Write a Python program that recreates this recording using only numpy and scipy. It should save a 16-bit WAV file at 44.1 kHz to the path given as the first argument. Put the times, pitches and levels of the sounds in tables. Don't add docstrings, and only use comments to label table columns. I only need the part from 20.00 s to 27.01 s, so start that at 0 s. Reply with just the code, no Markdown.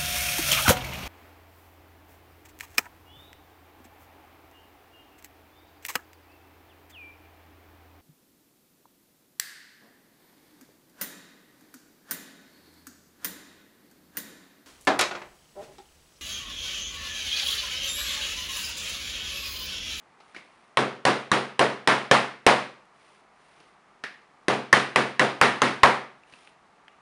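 import sys
import numpy as np
from scipy import signal
from scipy.fft import rfft, irfft
from scipy.io import wavfile
from scipy.ndimage import uniform_filter1d

SR = 44100
rng = np.random.default_rng(int(sys.argv[2]) if len(sys.argv) > 2 else 0)


def transcribe(u):
    v = np.clip(np.atleast_2d(u).T, -1, 1)
    q = np.round(v * 32767).astype(np.int16)
    wavfile.write(sys.argv[1], SR, q)


N = 309132
SIZE = 2 ** 15
AGE = np.arange(SIZE) / SR
HZ = np.maximum(np.fft.rfftfreq(SIZE, 1 / SR), 1)


# pitch_hz, gain_db
SLAP_EQ = [(30, 0), (100, 18.5), (170, 22), (280, 24.5), (420, 25.5), (650, 22), (1100, 22.5), (1700, 17.5),
           (2600, 12.5), (4000, 6.5), (6000, -3), (8000, -8.5), (9200, -4), (11000, -17.5)]
# pitch_hz, boost_db, q
HAND_RING = [(501, 5.5, 9.7), (1086, 6, 11), (1917, 7, 4.2)]
# start_s, force_db, cup_pitch_hz, seal (0 open to 1 airtight)
PALM_HITS = [(0.7714, -5, 480, 0.5), (1.052, 0.5, 554, 0.56), (1.3157, -1, 480, 0.15),
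             (1.5928, -1, 610, 0.74), (1.8741, 1.5, 790, 0.61), (2.112, 3, 794, 0.72),
             (2.4649, 4, 650, 0.87), (4.4823, -4.5, 413, 0.26), (4.7276, 2, 960, 0.14),
             (4.959, -2, 740, 0.13), (5.1945, -1.5, 635, 0.5), (5.4129, 2, 940, 0.53),
             (5.6178, -1.5, 690, 0), (5.8325, 0.5, 850, 1)]
def slaps(direct_db=-16.5, splat_db=-9.0, splat_s=0.00082, graze_db=-16.0, close_s=0.001094,
          cup_db=7.5, deep_cup_hz=450, gap_hz=1880, puff_hz=65):
    out = np.zeros(N)
    hands = np.prod([resonance(hz, db, q) for hz, db, q in HAND_RING], axis=0)
    snap = high_shelf(hz=5500, db=11.0)
    closing = np.exp(-2j * np.pi * HZ * close_s)
    for start_s, force_db, cup_hz, seal in PALM_HITS:
        level_db = 1.9 + 0.1352 * force_db
        crack = high_shelf(hz=3000, db=5 + 0.93 * force_db)
        gap_db = 4.5 * np.log2(cup_hz / deep_cup_hz)
        air = resonance(cup_hz, cup_db * seal, q=1.41) * resonance(gap_hz, gap_db, q=3.9)
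        graze = from_db(graze_db) * burst(np.exp(-AGE / close_s))
        uneven_landing = burst(AGE * np.exp(-2 * AGE / splat_s))
        splat = from_db(direct_db) + from_db(splat_db) * uneven_landing
        puff_db = -3.5 - 20.5 * (1 - seal)
        puff = from_db(puff_db) * 4j * HZ / puff_hz / (1 + 1j * HZ / puff_hz) ** 3
        landing = splat * hands * snap * reflections() + puff + kitchen()
        hit = graze * snap + closing * landing
        add(out, start_s, from_db(level_db) * causal_eq(SLAP_EQ) * air * crack * hit)
    return out


# pitch_hz, gain_db
TOUCH_EQ = [(40, -39), (200, 0), (700, -0.5), (1300, 0), (2700, -1.5), (5000, -13), (8000, -23),
            (10000, -22)]
# start_s, level_db, contact_s, ping_hz, relative_thud_db
BOARD_PATS = [(0.2023, -21.5, 0.011, 825, -8), (0.346, -14, 0.012, 1620, -10),
              (.363, -12.5, 0.016, 2130, 8), (3.602, -21, .007, 420, -8), (4.038, 0.5, 0.01, 1786, -9),
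              (6.324, -28, .008, 1850, 17)]
def pats(room_db=-4.0):
    out = np.zeros(N)
    board = bandpass(hz=240, q=0.86)
    skin = bandpass(hz=4700, q=2.8)
    for start_s, level_db, contact_s, ping_hz, thud_db in BOARD_PATS:
        ping = causal_eq(TOUCH_EQ) * resonance(ping_hz, db=12.5, q=4.9)
        smack = 1 + from_db(-2.0 - 0.2 * level_db) * skin
        contact = burst(np.exp(-AGE / contact_s)) + from_db(room_db) * kitchen()
        add(out, start_s, from_db(level_db) * (ping * smack + from_db(thud_db) * board) * contact)
    return out


# start_s, level_db
STICKY_TICKS = [(6.235, -27), (6.337, -19.5), (6.474, -18.5), (6.881, -18)]
def ticks(contact_s=0.002, room_db=-11.0):
    out = np.zeros(N)
    ping = causal_eq(TOUCH_EQ) * resonance(hz=2720, db=13.0, q=7.6)
    for start_s, level_db in STICKY_TICKS:
        release = burst(np.exp(-AGE / contact_s)) + from_db(room_db) * kitchen()
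        add(out, start_s, from_db(level_db) * ping * release)
    return out


# pitch_hz, gain_db
FLOUR_EQ = [(100, -24), (400, -11), (1200, 10), (2600, 12.5), (5000, 4), (8000, -4), (9500, 6.5),
            (11000, -14)]
# start_s, length_s, relative_level_db
FLOUR_STROKES = [(.17, 0.34, -74), (0.417, 0.34, -78), (2.926, 0.32, -71.5), (3.326, 0.46, -73),
                 (6.247, 0.3, -66.5)]
def brushing(gain_db=6.5, grain_db=2.0):
    t = np.arange(N) / SR
    swell = from_db(-85)
    for start_s, length_s, db in FLOUR_STROKES:
        swell = swell + from_db(db) * np.sin(np.pi * np.clip((t - start_s) / length_s, 0, 1))
    grain = uniform_filter1d(rng.standard_normal(N), size=200)
    return swell * from_db(gain_db + grain_db * grain / np.std(grain)) * noise(FLOUR_EQ)


# delay_s, pressure_gain
EARLY_ECHOES = [(.00135, -0.32), (.004, 0.26), (.0082, -.3), (0.0201, -0.057)]
def reflections(wander=0.05, scatter_db=-1.0, scatter_s=0.0066, scatter_top_hz=2200):
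    echoes = sum(gain * np.exp(-2j * np.pi * HZ * delay_s * (1 + wander * rng.standard_normal()))
                 for delay_s, gain in EARLY_ECHOES)
    scatter = burst(AGE * np.exp(-2 * AGE / scatter_s)) / (1 + 1j * HZ / scatter_top_hz)
    return 1 + echoes + from_db(scatter_db) * scatter


# pitch_hz, t60_s
REVERB_TIMES = [(80, 0.48), (300, 0.42), (800, 0.38), (2400, .44), (9000, 0.37)]
# pitch_hz, relative_level_db
STANDING_WAVES = [(113, -64), (134, -52.5), (190, -65), (203, -55), (222, -57), (247, -55.5), (286, -60.5),
                  (326, -66.5), (349, -63.5), (386, -58), (404, -61.5), (512, -59.5), (694, -57),
                  (746, -55.5)]
def kitchen(build_s=0.011, waves_db=0.7, waves_build_s=0.0069, low_cut_hz=215, clump=0.18):
    onset = 1 - np.exp(-(AGE / build_s) ** 2)
    bunching = uniform_filter1d(rng.standard_normal(SIZE), size=40)
    flutter = np.exp(clump * (bunching / np.std(bunching) - clump) * np.exp(-AGE / 0.13))
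    wash = rng.standard_normal(SIZE) * flutter
    tail, centres = 0, np.log([hz for hz, t60_s in REVERB_TIMES])
    for (hz, t60_s), solo in zip(REVERB_TIMES, np.eye(len(REVERB_TIMES))):
        band = np.interp(np.log(HZ), centres, solo)
        envelope = onset * np.exp(-np.log(1000) * AGE / t60_s)
        tail = tail + band * rfft(wash * envelope / np.linalg.norm(envelope))
    tail = tail * (1j * HZ / (low_cut_hz + 1j * HZ)) ** 2
    tail = tail * resonance(hz=5050, db=1.0, q=7.2)
    waves = 0
    for hz, db in STANDING_WAVES:
        decay = np.exp(-np.log(1000) * AGE / at_hz(REVERB_TIMES, hz))
        waves = waves + from_db(db) * np.sin(2 * np.pi * hz * AGE) * decay
    return tail + from_db(waves_db) * rfft(waves * (1 - np.exp(-AGE / waves_build_s)))


# pitch_hz, gain_db
VENT_EQ = [(18, -47.5), (30, -16.5), (113, -15.5), (149, -7), (272, -9), (377, -7.5), (536, -9), (742, -4),
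           (1080, -6), (1170, -3), (1460, -10), (2130, -12.5), (2950, -21), (9820, -33.5), (12000, -38.5),
           (15600, -82.5), (22000, -120)]
def ventilation(level_db=-59):
    return from_db(level_db) * noise(VENT_EQ)


def from_db(db):
    return 10 ** (np.asarray(db) / 20)


def at_hz(curve, hz):
    pitches, values = np.array(curve).T
    return np.interp(np.log(hz), np.log(pitches), values)


def causal_eq(curve):
    cepstrum = irfft(np.log(from_db(at_hz(curve, HZ))))
    cepstrum[1:SIZE // 2] *= 2
    cepstrum[SIZE // 2 + 1:] = 0
    return np.exp(rfft(cepstrum))


def bandpass(hz, q):
    return 1 / (1 + 1j * q * (HZ / hz - hz / HZ))


def resonance(hz, db, q):
    return 1 + (from_db(db) - 1) * bandpass(hz, q)


def high_shelf(hz, db):
    return 1 + (from_db(db) - 1) * 1j * HZ / (hz + 1j * HZ)


def burst(envelope):
    return rfft(rng.standard_normal(SIZE) * envelope / np.linalg.norm(envelope))


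def noise(curve):
    hz = np.maximum(np.fft.rfftfreq(N, 1 / SR), 1)
    shaped = irfft(rfft(rng.standard_normal(N)) * from_db(at_hz(curve, hz)), N)
    return shaped / np.std(shaped)


def add(out, start_s, spectrum):
    start = round(start_s * SR)
    out[start:start + SIZE] += irfft(spectrum)[:N - start]


def scene():
    return (slaps() + pats() + ticks() + brushing() + ventilation())[None]


def record(dry):
    mic_top_hz, ceiling, soften_hz, cutoff_hz = 11050, 0.71, 11000, 16300
    mic = signal.sosfilt(signal.cheby1(10, 0.2, mic_top_hz, fs=SR, output="sos"), dry)
    clipped = mic / (1 + (mic / ceiling) ** 8) ** (1 / 8)
    dulled = signal.sosfilt(signal.butter(2, soften_hz, fs=SR, output="sos"), clipped)
    return signal.sosfilt(signal.ellip(10, 0.1, 80, cutoff_hz, fs=SR, output="sos"), dulled)


dry = scene()
out = record(dry)
transcribe(out)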